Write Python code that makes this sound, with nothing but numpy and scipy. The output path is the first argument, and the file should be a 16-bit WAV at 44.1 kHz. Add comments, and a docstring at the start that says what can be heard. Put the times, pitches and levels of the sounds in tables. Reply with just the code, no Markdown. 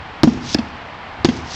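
"""A pogo stick bounces twice in a yard in front of a brick house, over a light breeze.
Each landing is a metal clack and a deep thump that overloads the microphone. The spring zings and
ticks; the shaft hisses as it is pushed out and, on the first lift-off, knocks against its stop.
The house front throws every knock back."""
import sys
import numpy as np
from scipy import signal
from scipy.fft import rfft, irfft
from scipy.io import wavfile

SR = 44100
rng = np.random.default_rng(int(sys.argv[2]) if len(sys.argv) > 2 else 0)


def pcm_store(signal):
    """Save signal as 16-bit PCM."""
    levels = np.round(np.clip(np.atleast_2d(signal), -1, 1) * 32767)
    wavfile.write(sys.argv[1], SR, levels.astype(np.int16).T)


N = 68355

# loaded stick modes: pitch_hz, level_db, t60_s
STICK_MODES = [(100.7, -21.5, 0.099), (153.5, -4, 0.042), (249.8, 7, 0.021), (312.3, 1.5, 0.039),
               (525, -14, 0.016), (707, -38, 0.039), (963, -20.5, 0.017)]
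# steel tube modes: pitch_hz, level_db, t60_s
TUBE_MODES = [(900, -7, .04), (1250, 0, .04), (1660, 9, 0.046), (1760, 12, 0.031), (2420, -9, .06),
              (3040, -12, .07)]
THUMP_RISE_S, CLACK_RISE_S, GRIT_RISE_S = 0.00099, 0.00032, 0.00077


def knock(thump_db, pitch_ratio, damping, clack_db, clack_hz, grit_db, tube_db,
          spectrum, low_cut_hz, lag_s, clack_t60_s, grit_t60_s):
    """One impact: a metal clack, and the thump of the whole stick with a gritty burst."""
    t = np.arange(N // 3) / SR
    late = np.maximum(t - lag_s, 0)
    modes = [(hz * pitch_ratio, db, t60_s / damping) for hz, db, t60_s in STICK_MODES]
    thump = ring(modes, late) * (1 - np.exp(-late / THUMP_RISE_S))
    thump -= lowpass(thump, low_cut_hz, order=1)
    clack = 2 * ring([(clack_hz, clack_db, clack_t60_s)], t) + amp(tube_db) * ring(TUBE_MODES, t)
    clack *= 1 - np.exp(-t / CLACK_RISE_S)
    grit = 2 * noise(spectrum)[:len(t)] * fade(t, grit_t60_s)
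    grit *= 1 - np.exp(-t / GRIT_RISE_S)
    return clack, amp(thump_db) * thump + amp(grit_db) * grit


# foot on ground: start_s, thump_db, pitch_ratio, damping, clack_db, clack_hz, grit_db, echo_db, tube_db
LANDINGS = [(0.2334, 10, 0.992, 0.77, 5, 4300, -13.5, -3.5, -27),
            (1.2468, 3, 1.06, 0.84, 1, 4340, -12.5, -1.5, -38)]
# shaft on stop: start_s, thump_db, pitch_ratio, damping, clack_db, clack_hz, grit_db, echo_db, tube_db
STOP_HITS = [(.546, -6, 0.93, 0.8, 1, 5010, -12, 2, -35)]
# grit under the foot: freq_hz, density_db
CRUNCH_SPECTRUM = [(100, -15), (500, 0.5), (900, 5), (1300, -4.5), (2500, -2.5), (4400, -5.5), (5500, -6.5),
                   (7000, -17.5), (9000, -36)]
# stop rattling in the tube: freq_hz, density_db
RATTLE_SPECTRUM = [(100, -13.5), (450, 2), (800, 11.5), (1000, -3.5), (1200, -13.5), (1650, 5.5),
                   (2050, -10), (2450, 0), (3000, -7.5), (4300, -3.5), (5200, -3.5), (6000, -10.5),
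                   (7200, -16), (9000, -33)]
CLACK_OUTWARD_DB = -16


def bounces():
    """Foot and stop impacts: the direct sound and the share sent towards the house."""
    direct, outward = np.zeros((2, N))
    foot = dict(spectrum=CRUNCH_SPECTRUM, low_cut_hz=50, lag_s=0.000369,
                clack_t60_s=0.0031, grit_t60_s=0.048)
    stop = dict(spectrum=RATTLE_SPECTRUM, low_cut_hz=170, lag_s=0.00271,
                clack_t60_s=0.0043, grit_t60_s=0.023)
    for hits, contact in (LANDINGS, foot), (STOP_HITS, stop):
        for start_s, *strike, echo_db, tube_db in hits:
            clack, thud = knock(*strike, tube_db, **contact)
            add(direct, start_s, clack + thud)
            add(outward, start_s, amp(echo_db) * (amp(CLACK_OUTWARD_DB) * clack + thud))
    return direct, outward


# spring strokes: down_s, lowest_s, lift_s, rub_in_db, rub_out_db
STROKES = [(0.237, 0.39, .547, -42, -26.5), (1.248, 1.424, 1.58, -42, -29)]
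# sliding friction: freq_hz, density_db
RUB_SPECTRUM = [(300, -23), (1500, -41), (2600, -6.5), (3600, -1.5), (5300, -1), (6400, -6), (7500, -14.5),
                (9000, -25.5)]
BRAKE_DB, SWELL_DB = 6, 24.5


def shaft():
    """The shaft rubs in its bushing, fading as the spring brakes it, swelling as it shoots out."""
    out = np.zeros(N)
    for down_s, lowest_s, lift_s, rub_in_db, rub_out_db in STROKES:
        going_in = np.linspace(0, 1, round((lowest_s - down_s) * SR))
        coming_out = np.linspace(0, 1, round((lift_s - lowest_s) * SR))
        level_db = np.concatenate([rub_in_db - BRAKE_DB * going_in ** 3,
                                   rub_out_db - SWELL_DB * (1 - coming_out) ** 1.55])
        rub = noise(RUB_SPECTRUM) * amp(1.5 * drift(rate_hz=250))
        add(out, down_s, rub[:len(level_db)] * amp(level_db))
    return out


# coil spring modes: pitch_hz, level_db, t60_s
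COIL_MODES = [(4640, -44, .25), (6670, -39, 0.21), (6830, -45, 0.16)]
# coil on tube: start_s, level_db
COIL_TICKS = [(.3355, -29.5), (1.3064, -41), (1.3665, -31), (1.3728, -30.5), (1.3811, -41), (1.4216, -42)]


def spring():
    """The coil zings at each landing and ticks against the tube as it is squeezed."""
    out, t = np.zeros(N), np.arange(SR // 3) / SR
    for start_s, *_ in LANDINGS:
        add(out, start_s, ring(COIL_MODES, t))
    for start_s, level_db in COIL_TICKS:
        add(out, start_s, amp(level_db) * noise(RUB_SPECTRUM)[:len(t)] * fade(t, t60_s=0.014))
    return out


# wall reflections: delay_s, level_db
WALL_SLAPS = [(.0392, -21), (.025, -37.5), (.103, -37), (0.089, -38), (0.14, -33.5)]
# recess resonances: pitch_hz, width_hz, level_db
RECESS_MODES = [(229, 36, 0.5), (245.9, 4.6, -2)]
WALL_EDGE_HZ, WALL_TREBLE_DB = 245, 3.5
RECESS_DELAY_S = 0.0398
SCATTER_DELAY_S, SCATTER_DB, SCATTER_LOW_HZ, SCATTER_HIGH_HZ = 0.0386, -8, 545, 4600


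def house(x):
    """The house front returns slaps, the boom of a recess and a short bright scatter."""
    out, t = np.zeros(N), np.arange(N // 10) / SR
    slap = lowpass(x, WALL_EDGE_HZ) + amp(WALL_TREBLE_DB) * x
    for delay_s, level_db in WALL_SLAPS:
        add(out, delay_s, amp(level_db) * slap)
    for pitch_hz, width_hz, level_db in RECESS_MODES:
        boom = signal.lfilter(*signal.iirpeak(pitch_hz, pitch_hz / width_hz, fs=SR), x)
        add(out, RECESS_DELAY_S, amp(level_db) * boom)
    taps = rng.standard_normal(len(t)) * fade(t, t60_s=0.052)
    low_cut = signal.butter(3, SCATTER_LOW_HZ, "high", fs=SR, output="sos")
    bright = signal.sosfilt(low_cut, lowpass(x, SCATTER_HIGH_HZ, order=1))
    scatter = signal.fftconvolve(bright, taps / np.linalg.norm(taps))
    add(out, SCATTER_DELAY_S, amp(SCATTER_DB) * scatter)
    return out


# outdoor tail colour: freq_hz, level_db
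TAIL_SPECTRUM = [(60, -17), (130, -10.5), (245, -17.5), (330, -26), (450, -13), (900, -15.5), (2000, -25.5),
                 (4500, -17.5), (8000, -8)]
# outdoor tail decay: freq_hz, t60_s
TAIL_DECAY = [(100, 1), (250, 1), (1000, 0.6), (4000, 0.93), (8000, 0.46)]


def yard(x):
    """Trees and neighbouring walls return a thin tail, each band dying at its own speed."""
    hz, t, bands = signal.stft(rng.standard_normal(SR), SR, nperseg=512)
    onset = np.minimum(t / 0.01, 1)
    bands = bands * fade(t, read(TAIL_DECAY, hz)[:, None]) * onset
    norm = np.linalg.norm(signal.istft(bands, SR, nperseg=512)[1])
    bands *= amp(read(TAIL_SPECTRUM, hz))[:, None]
    tail = signal.istft(bands, SR, nperseg=512)[1] / norm
    return amp(-0.5) * signal.fftconvolve(x, tail)[:N]


# distant wash: freq_hz, density_db
AIR_SPECTRUM = [(25, -6), (80, -1), (160, -3), (260, -4), (400, -7), (560, -5), (800, 1.5), (1100, -2),
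                (1400, -4.5), (2000, -6), (3200, -12.5), (5000, -24), (6500, -34.5), (8000, -40.5),
                (9000, -74)]
# wind rumble: freq_hz, density_db
WIND_SPECTRUM = [(20, -5), (50, -7.5), (78, 8), (115, -2.5), (250, -21), (600, -55)]
# wind strength: time_s, gain_db
GUSTS = [(0, 3.5), (0.299, -1), (.55, 9.5), (.85, -6), (1.03, -7), (1.2, 3.5), (1.55, 5)]
AIR_DB, WIND_DB = -33.5, -41.5


def breeze():
    """Distant outdoor wash and low wind gusting on the microphone."""
    gust_db = np.interp(np.arange(N) / SR, *np.transpose(GUSTS))
    wash = amp(AIR_DB) * noise(AIR_SPECTRUM) * amp(0.5 * drift(rate_hz=40))
    return wash + amp(WIND_DB + gust_db) * noise(WIND_SPECTRUM)


def amp(db):
    """Decibels to amplitude."""
    return 10 ** (np.asarray(db) / 20)


def unit(x):
    """Scales to rms 1."""
    return x / np.sqrt(np.mean(x ** 2) + 1e-20)


def read(points, hz):
    """Reads a table on a log-frequency axis."""
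    freq_hz, value = np.transpose(points)
    return np.interp(np.log(hz + 1), np.log(freq_hz + 1), value)


def add(mix, start_s, sound):
    """Mixes a sound in at start_s."""
    part = mix[round(start_s * SR):][:len(sound)]
    part += sound[:len(part)]


def noise(spectrum):
    """Steady noise of a given colour."""
    gain = amp(read(spectrum, np.fft.rfftfreq(N, 1 / SR)))
    return unit(irfft(rfft(rng.standard_normal(N)) * gain, N))


def drift(rate_hz):
    """Random wavering."""
    gain = np.exp(-(np.fft.rfftfreq(N, 1 / SR) / rate_hz) ** 2)
    return unit(irfft(rfft(rng.standard_normal(N)) * gain, N))


def lowpass(x, hz, order=2):
    """Causal low-pass."""
    return signal.sosfilt(signal.butter(order, hz, fs=SR, output="sos"), x)


def fade(t, t60_s):
    """Falls 60 dB in t60_s."""
    return np.exp(-np.log(1000) * t / t60_s)


def ring(modes, t):
    """Sum of dying modes."""
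    return sum(amp(db) * fade(t, t60_s) * np.sin(2 * np.pi * hz * t) for hz, db, t60_s in modes)


def scene():
    """The stick, its echoes and the breeze, in mono."""
    direct, outward = bounces()
    return (direct + house(outward) + yard(outward) + shaft() + spring() + breeze())[None]


THRESHOLD_DB, RELEASE_DB_PER_S, DUCK_DB_PER_DB = -8, 22, 0.15
CEILING, MIC_EDGE_HZ, OUTPUT_EDGE_HZ = 0.69, 8300, 16500


def record(dry):
    """Gain control dips after loud knocks; the input clips, is band-limited and clips again."""
    x = dry[0] - lowpass(dry[0], hz=33, order=1)
    power_db = 10 * np.log10(abs(lowpass(x ** 2, hz=5.2, order=1)) + 1e-12)
    release_db = np.arange(N) / SR * RELEASE_DB_PER_S
    held_db = np.maximum.accumulate(power_db + release_db) - release_db
    over_db = np.maximum(held_db - THRESHOLD_DB, 0)
    gain = amp(-DUCK_DB_PER_DB * lowpass(over_db, hz=24, order=1))
    x = np.clip(x * gain, -CEILING, CEILING)
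    x = signal.oaconvolve(x, signal.firwin(61, MIC_EDGE_HZ, window=("kaiser", 5), fs=SR), "same")
    x = np.clip(x, -CEILING, CEILING)
    x = signal.oaconvolve(x, signal.firwin(511, OUTPUT_EDGE_HZ, window=("kaiser", 9), fs=SR), "same")
    return x[None]


dry = scene()
out = record(dry)
pcm_store(out)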